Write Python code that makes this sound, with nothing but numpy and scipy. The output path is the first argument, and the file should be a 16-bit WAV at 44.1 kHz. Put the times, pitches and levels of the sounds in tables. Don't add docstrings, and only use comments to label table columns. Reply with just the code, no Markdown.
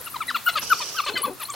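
import sys
import numpy as np
from scipy import signal
from scipy.fft import rfft, irfft, next_fast_len
from scipy.io import wavfile
from scipy.ndimage import map_coordinates

SR = 44100
rng = np.random.default_rng(int(sys.argv[2]) if len(sys.argv) > 2 else 0)


def int16_out(signal):
    q = np.round(np.clip(np.atleast_2d(signal).T, -1, 1) * 32767)
    wavfile.write(sys.argv[1], SR, q.astype(np.int16))


N = 68355


def amp(db):
    return 10 ** (np.asarray(db) / 20)


def unit_rms(x):
    return x / np.sqrt(np.mean(x ** 2) + 1e-20)


def db_at(spectrum, hz):
    f, db = np.transpose(spectrum)
    return np.interp(np.log(hz + 1), np.log(f + 1), db)


def wobble(knots_per_s, size):
    knots = rng.standard_normal(int(N * knots_per_s / SR) + 4)
    return map_coordinates(knots, [np.arange(size) * knots_per_s / SR])


def filtered(x, response):
    size = next_fast_len(N + SR // 2)
    return irfft(rfft(x, size) * response(np.fft.rfftfreq(size, 1 / SR)), size)[..., :N]


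def coloured(x, spectrum):
    return unit_rms(filtered(x, lambda hz: amp(db_at(spectrum, hz))))


def stereo_noise(spectrum, width):
    mid, side = rng.standard_normal((2, N))
    return coloured(np.array([mid + width * side, mid - width * side]), spectrum)


def gate(t, length_s, attack_s, release_s):
    ramp = np.clip(np.minimum(t / attack_s, (length_s - t) / release_s), 0, 1)
    return np.sin(np.pi / 2 * ramp) ** 2


def call_time(length_s):
    t = np.arange(int(length_s * SR)) / SR
    return t, t / length_s


def phase_of(hz):
    return 2 * np.pi * np.cumsum(hz) / SR


def add(track, start_s, sound):
    i = max(0, round(start_s * SR))
    track[i:i + len(sound)] += sound[:max(0, N - i)]


# f/Hz, level/dB
WIND_SPECTRUM = [(12, -47.5), (20, -11), (70, -9.5), (123, 0), (168, -4.5), (225, -7), (400, -7),
                 (520, -25), (880, -120)]

def wind(level_db=-53, gust_db=3):
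    return amp(level_db + gust_db * wobble(9.8, N)) * stereo_noise(WIND_SPECTRUM, width=0.99)


# f/Hz, level/dB
WHINE_SPECTRUM = [(2500, -17.5), (4000, -7.5), (5000, 0.5), (5450, 0), (5780, 5.5), (6200, -3), (7200, -9),
                  (12000, -16.5), (16000, -29)]
# f/Hz, level/dB
BODY_SPECTRUM = [(100, -12), (250, 0.5), (450, 13), (700, 7), (1200, 8), (1800, -1.5), (3000, 13.5),
                 (5000, -15)]

def zoom_motor(start_s=0.6, length_s=0.575, whine_db=-33.5, body_db=-41.5, right_bias_db=3.5):
    running = gate(np.arange(N) / SR - start_s, length_s, attack_s=0.031, release_s=0.35)
    pan = amp([[-right_bias_db / 2], [right_bias_db / 2]])
    whine = amp(whine_db + 1.4 * wobble(150, N)) * pan * stereo_noise(WHINE_SPECTRUM, width=1.0)
    hum = amp(body_db) * stereo_noise(BODY_SPECTRUM, width=0.5)
    return running * (whine + hum)


# f/Hz, level/dB
GRASS_SPECTRUM = [(180, -22), (300, -15.5), (614, -5.5), (1360, 0), (1580, -4.5), (1750, -5), (3080, -10),
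                  (4090, -6.5), (5700, -10), (14700, -9.5), (16000, -9.5)]
# t/s, level/dB
GRASS_ENVELOPE = [(0, -42), (.2, -42.5), (.42, -41.5), (.56, -40), (.75, -51), (.9, -45), (1.1, -43.5),
                  (1.25, -46.5), (1.33, -47.5), (1.42, -40.5), (1.55, -45)]

def grass(gain_db=1, stem_db=-19, stems_per_s=240):
    envelope_db = np.interp(np.arange(N) / SR, *np.transpose(GRASS_ENVELOPE))
    ticks = rng.standard_normal(N) * (rng.random(N) < stems_per_s / SR)
    level = amp(envelope_db + gain_db + wobble(28.74, N))
    swish = stereo_noise(GRASS_SPECTRUM, width=0.6)
    return level * (swish + amp(stem_db) * coloured(ticks, GRASS_SPECTRUM))


# start/s, length/s, level/dB
PAW_CONTACTS = [(0.528, 0.051, -43.5), (0.618, 0.029, -33.5), (0.727, 0.033, -35.5), (1.535, 0.0504, -36.5)]
# f/Hz, level/dB
SCUFF_SPECTRUM = [(50, -15), (130, -9), (250, -6), (550, 3.5), (1300, 7), (1900, -6), (3000, 1.5),
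                  (5500, -6.5), (12000, -15)]

def scuffs():
    t = np.arange(N) / SR
    level = sum(amp(db) * gate(t - start_s, length_s, attack_s=0.0037, release_s=0.017)
                for start_s, length_s, db in PAW_CONTACTS)
    return level * stereo_noise(SCUFF_SPECTRUM, width=0.13)


# f/Hz, gain/dB
BUSH_RESPONSE = [(300, 0), (1300, -3.5), (2500, 4), (5000, 1), (11000, 5.5)]

def bush(x, gain_db=-13, t60_s=0.28, width=0.42):
    t = np.arange(SR // 2) / SR
    mid, side = rng.standard_normal((2, len(t))) * amp(-60 * t / t60_s)
    tail = np.array([mid + width * side, mid - width * side])
    tail /= np.linalg.norm(tail[0])
    scattered = filtered(x, lambda hz: amp(db_at(BUSH_RESPONSE, hz)))
    return amp(gain_db) * signal.fftconvolve(scattered[None], tail, axes=1)[:, :N]


# f/Hz, left over right/dB
PACK_BALANCE = [(300, 4), (1300, 3.5), (3000, 2), (6000, 2), (11000, 5)]

def pan_pack(x):
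    return filtered(x, lambda hz: amp(np.outer([.5, -.5], db_at(PACK_BALANCE, hz))))


# start/s, length/s, first f/Hz, last f/Hz, level/dB, roughness/0-1
GRUNT_CALLS = [(0.229, 0.1925, 284.5, 217.4, -52.5, 0.05), (1.235, 0.041, 210, 230, -43.5, 0.3),
               (1.083, 0.0527, 361, 474, -35.5, 0.37), (1.125, 0.0537, 393, 297, -40.5, 0.8),
               (1.17, 0.069, 462, 454, -43.5, 0.93), (1.261, 0.0455, 544, 451, -34, 0.34),
               (1.27, 0.0423, 329, 252, -33.5, 0.4), (1.29, 0.054, 398.6, 350, -38.5, 0.35),
               (0, 0.021, 520, 490, -45, 0.05)]

def grunts(db_per_harmonic=-7, jitter=0.18):
    out = np.zeros(N)
    for start_s, length_s, first_hz, last_hz, db, rough in GRUNT_CALLS:
        t, u = call_time(length_s)
        hz = first_hz + (last_hz - first_hz) * u
        phase = phase_of(hz * (1 + jitter * rough * wobble(303, len(t))))
        voice = sum(amp(db_per_harmonic * k) * np.sin((k + 1) * phase) for k in range(4))
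        envelope = np.sin(np.pi * u) * (1 + rough * wobble(255, len(t)))
        add(out, start_s, amp(db) * np.sqrt(2) * envelope * voice)
    return out


JITTER, JITTER_PER_S = .011, 805
# middle t/s, length/s, middle f/Hz, slide/Hz, level/dB
PEEP_CALLS = [(0.38, 0.019, 4400, -250, -37.5), (0.544, 0.016, 4130, -150, -33.5),
              (0.749, 0.011, 4410, -400, -33), (0.794, 0.018, 4650, -450, -31.5),
              (1.019, 0.016, 4230, -300, -37), (1.056, 0.011, 4290, 200, -34.5),
              (1.144, 0.021, 4266, 83, -31.5), (1.24, 0.019, 4260, -100, -34.5),
              (1.456, 0.013, 4200, 549, -33.5), (1.541, 0.015, 4280, -200, -39)]

def peeps(arch=0.029):
    out = np.zeros(N)
    for middle_s, length_s, hz, slide_hz, db in PEEP_CALLS:
        t, u = call_time(length_s)
        bend = 1 - arch * (2 * u - 1) ** 2 + JITTER * wobble(JITTER_PER_S, len(t))
        phase = phase_of(hz * bend + slide_hz * (u - .5))
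        add(out, middle_s - length_s / 2, amp(db) * np.sqrt(2) * np.sin(np.pi * u) * np.sin(phase))
    return out


FAR_PER_S, FAR_DB, FAR_LOW_HZ, FAR_HIGH_HZ, FAR_LENGTH_S = 16, -46.5, 7920, 15300, .022
# start/s, length/s, first f/Hz, middle f/Hz, last f/Hz, level/dB
WHISTLE_ARCS = [ (.000, 0.021, 10140, 11100, 13300, -41), (0.039, 0.048, 7520, 11430, 10400, -43),
                (.268, 0.0087, 9200, 10800, 12500, -38), (0.355, 0.02, 13200, 14700, 13500, -38),
                (0.455, .013, 16000, 14100, 16100, -36), (0.461, 0.0097, 6770, 9200, 12600, -34.5),
                (0.469, 0.024, 13300, 14900, 13200, -35), (0.516, 0.017, 8070, 8470, 10000, -39.5),
                (.551, 0.0061, 13200, 14500, 15900, -39), (0.591, 0.012, 10800, 11500, 10300, -34.5),
                (0.692, 0.027, 8570, 12900, 15920, -39), (0.714, 0.014, 14050, 12100, 13200, -38),
                (0.717, .019, 11300, 12300, 11240, -36.5), (0.793, 0.0088, 9800, 9400, 9050, -39),
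                (.960, 0.026, 7600, 13800, 15100, -41.5), (0.992, 0.031, 15500, 13040, 8360, -45.5),
                (1.048, 0.011, 8540, 8400, 9200, -42), (1.174, 0.0078, 15700, 12800, 8800, -44),
                (1.178, 0.0156, 8260, 8320, 9300, -39.5), (1.217, 0.0192, 9960, 10970, 9730, -28.5),
                (1.236, 0.0068, 11800, 14500, 16000, -28), (1.396, .032, 8740, 12550, 14190, -41.5),
                (1.428, 0.019, 13600, 10400, 11700, -34.5), (1.497, .012, 4660, 7020, 9400, -36),
                (1.51, 0.019, 9250, 8300, 9250, -41.5)]

def whistles(jitter=.02, flutter_db=4.5, edge_s=0.0032):
    out = np.zeros(N)
    far = []
    for when, *heights in rng.random((int(FAR_PER_S * N / SR), 4)):
        arc_hz = FAR_LOW_HZ + (FAR_HIGH_HZ - FAR_LOW_HZ) * np.array(heights)
        far.append((when * N / SR, FAR_LENGTH_S, *arc_hz, FAR_DB))
    for start_s, length_s, first_hz, middle_hz, last_hz, db in list(WHISTLE_ARCS) + far:
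        t, u = call_time(length_s)
        bulge_hz = middle_hz - (first_hz + last_hz) / 2
        hz = first_hz + (last_hz - first_hz) * u + bulge_hz * (1 - (2 * u - 1) ** 2)
        phase = phase_of(hz * (1 + jitter * wobble(1860, len(t))))
        level = amp(db + flutter_db * wobble(406, len(t))) * gate(t, length_s, edge_s, edge_s)
        add(out, start_s, level * np.sqrt(2) * np.sin(phase))
    return out


# f/Hz, bandwidth/Hz, gain/dB
FORMANTS = [(1282, 340, 1), (1970, 190, -6.5), (2683, 380, 0.5), (3540, 310, -0.5), (4320, 230, -1.5)]

def throat(hz):
    return np.sqrt(sum(amp(db) ** 2 / (1 + (2 * (hz - centre_hz) / width_hz) ** 2)
                       for centre_hz, width_hz, db in FORMANTS))


def chirp_pitch(u, first_hz, top_hz, last_hz, top_at, fall_bend=.8):
    hook = np.clip(1 - u / top_at, 0, 1) ** 2
    fall = 1 - np.cos(np.pi * fall_bend * np.clip((u - top_at) / (1 - top_at), 0, 1))
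    return top_hz + (first_hz - top_hz) * hook + (last_hz - top_hz) * fall / fall[-1]


ATTACK_S, RELEASE_S, CRACK_S = 0.0055, 0.0071, 0.0055
SWELL_DB, OVERTONE_SWELL_DB = 17.5, 12.5
# start/s, length/s, first f/Hz, top f/Hz, last f/Hz, top at/0-1,
# fundamental level/dB, its swell peak/0-1, overtone level/dB, their swell peak/0-1,
# formant scale, crack at/0-1 (1 = never), half-pitch partial gain/dB
CHIRP_CALLS = [ (.062, 0.026, 1370, 1412, 980, 0.29, -33, 0.5, -39.5, 0.53, 1.03, 0.57, -4),
               (.139, 0.018, 1270, 1260, 1080, 0.05, -28.5, 0.43, -45, 0.44, 1.2, 1, -20),
               (.154, 0.021, 1100, 1069, 878, 0.05, -27.5, 0.62, -36, 0.47, 1.1, 0.55, -10),
               (.203, 0.04, 1370, 1340, 847, 0.01, -23.5, 0.19, -33.5, 0.5, 0.85, 1, -20),
               (.277, 0.044, 1816, 1994, 899, 0.25, -24.5, 0.49, -31.5, 0.48, 1.12, 0.4, -18),
               (.343, 0.035, 1370, 1402, 880, 0.11, -20, 0.32, -25, 0.43, 0.95, 0.45, -15),
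               (.461, 0.029, 1270, 1463, 1290, 0.39, -13, 0.7, -27.5, 0.8, 1.09, 0.7, -11),
               (0.483, 0.026, 1435, 1441, 1286, 0.08, -21, 0.21, -23, 0.34, 1.02, 0, -2.5),
               (0.553, 0.042, 1270, 1293, 997, 0.07, -20, 0.19, -24.5, 0.67, 1.04, 0, -0.5),
               (.699, 0.04, 1467, 1502, 1138, 0.2, -10.5, 0.65, -24.5, 1, 0.93, 0.71, -13),
               (.799, 0.017, 1043, 1017, 957, 0.12, -28, 0.7, -40, .7, 1, 1, -20),
               (0.808, 0.035, 1175, 1235, 1113, 0.06, -34.5, 0.43, -31, 0.24, 1, 0, -1.5),
               (0.943, 0.035, 1130, 1340, 1300, .9, -33.5, 0.37, -52, .5, 1, 1, -23),
               (.964, .048, 1500, 1569, 1055, .12, -20.5, 0.86, -27, 0.47, 0.96, 0.64, -12),
               (1.033, 0.021, 1187, 1255, 1110, 0.12, -30.5, .35, -37, 0.45, 1.14, 1, -20),
               (1.059, 0.014, 856, 1054, 1040, .7, -30, 0.27, -29.5, 0.7, 0.92, 0.08, 1),
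               (1.065, .041, 1200, 1220, 950, .12, -28.5, 0.53, -25, 0.62, 0.985, 0, 1),
               (1.151, 0.027, 1730, 1717, 1336, .07, -28, 0.55, -44, 0.6, 1, 1, -18),
               (1.152, 0.0334, 1044, 1040, 982, .1, -40.5, .6, -26.5, 0.46, 1.02, 0.56, -3.5),
               (1.177, 0.045, 1190, 1190, 1150, .13, -33.5, 0.17, -35, 0, 1.04, 0, 3),
               (1.228, 0.041, 886, 1160, 896, 0.47, -20, 0.54, -34, 0.7, 0.97, 0.52, -4),
               (1.261, 0.033, 880, 871, 796, .05, -37.5, 0.15, -41, 0.27, .95, 1, -20),
               (1.396, .049, 1330, 1304, 783, 0.07, -36.5, 0.56, -36, 0.54, 1.01, 0.13, -6),
               (1.483, 0.045, 987, 1172, 1010, 0.35, -30.5, 0.38, -44, 0.37, 1.14, 1, -15)]

def chirps(fold_db_per_octave=-5, flutter_db=3.5, rasp_depth=0.28, breath_db=-13):
    out, airflow = np.zeros(N), np.zeros(N)
    ratios = np.array([n / 2 for n in range(1, 20) if n != 2])[:, None]
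    for (start_s, length_s, first_hz, top_hz, last_hz, top_at,
         db, swell_at, over_db, over_at, formant_scale, crack_at, half_db) in CHIRP_CALLS:
        t, u = call_time(length_s)
        hz = chirp_pitch(u, first_hz, top_hz, last_hz, top_at)
        cracked = np.clip((u - crack_at) * length_s / CRACK_S, 0, 1)
        phase = phase_of(hz * (1 + JITTER * (1 + cracked) * wobble(JITTER_PER_S, len(t))))
        edges = gate(t, length_s, ATTACK_S, RELEASE_S)
        envelope = edges * throat(hz) * amp(-SWELL_DB * np.abs(u - swell_at))
        fundamental = amp(db) * envelope / envelope.max() * np.sin(phase)

        rolloff_db = fold_db_per_octave * np.log2(ratios / 2) * (1 - cracked)
        folds = amp(rolloff_db - OVERTONE_SWELL_DB * np.abs(u - over_at))
        half_pitch = np.where(ratios % 1, cracked * amp(half_db), 1)
        gains = edges * folds * throat(ratios * hz / formant_scale) * half_pitch
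        gains *= amp(over_db) / np.linalg.norm(gains, axis=0).max()
        flutter = amp(flutter_db * np.array([wobble(160, len(t)) for _ in ratios]))
        rasp = 1 + rasp_depth * cracked * wobble(1200, len(t))
        partials = np.sin(ratios * phase + rng.uniform(0, 2 * np.pi, ratios.shape))
        overtones = rasp * np.sum(gains * flutter * partials, axis=0)
        add(out, start_s, np.sqrt(2) * (fundamental + overtones))
        add(airflow, start_s, np.linalg.norm(gains, axis=0))
    breath = airflow * unit_rms(filtered(rng.standard_normal(N), throat))
    return out + amp(breath_db) * breath


def scene():
    pack = chirps() + whistles() + peeps() + grunts()
    return pan_pack(pack + bush(pack)) + grass() + scuffs() + wind() + zoom_motor()


def record(dry, cutoff_hz=16100):
    return filtered(dry, lambda hz: hz < cutoff_hz)


dry = scene()
out = record(dry)
int16_out(out)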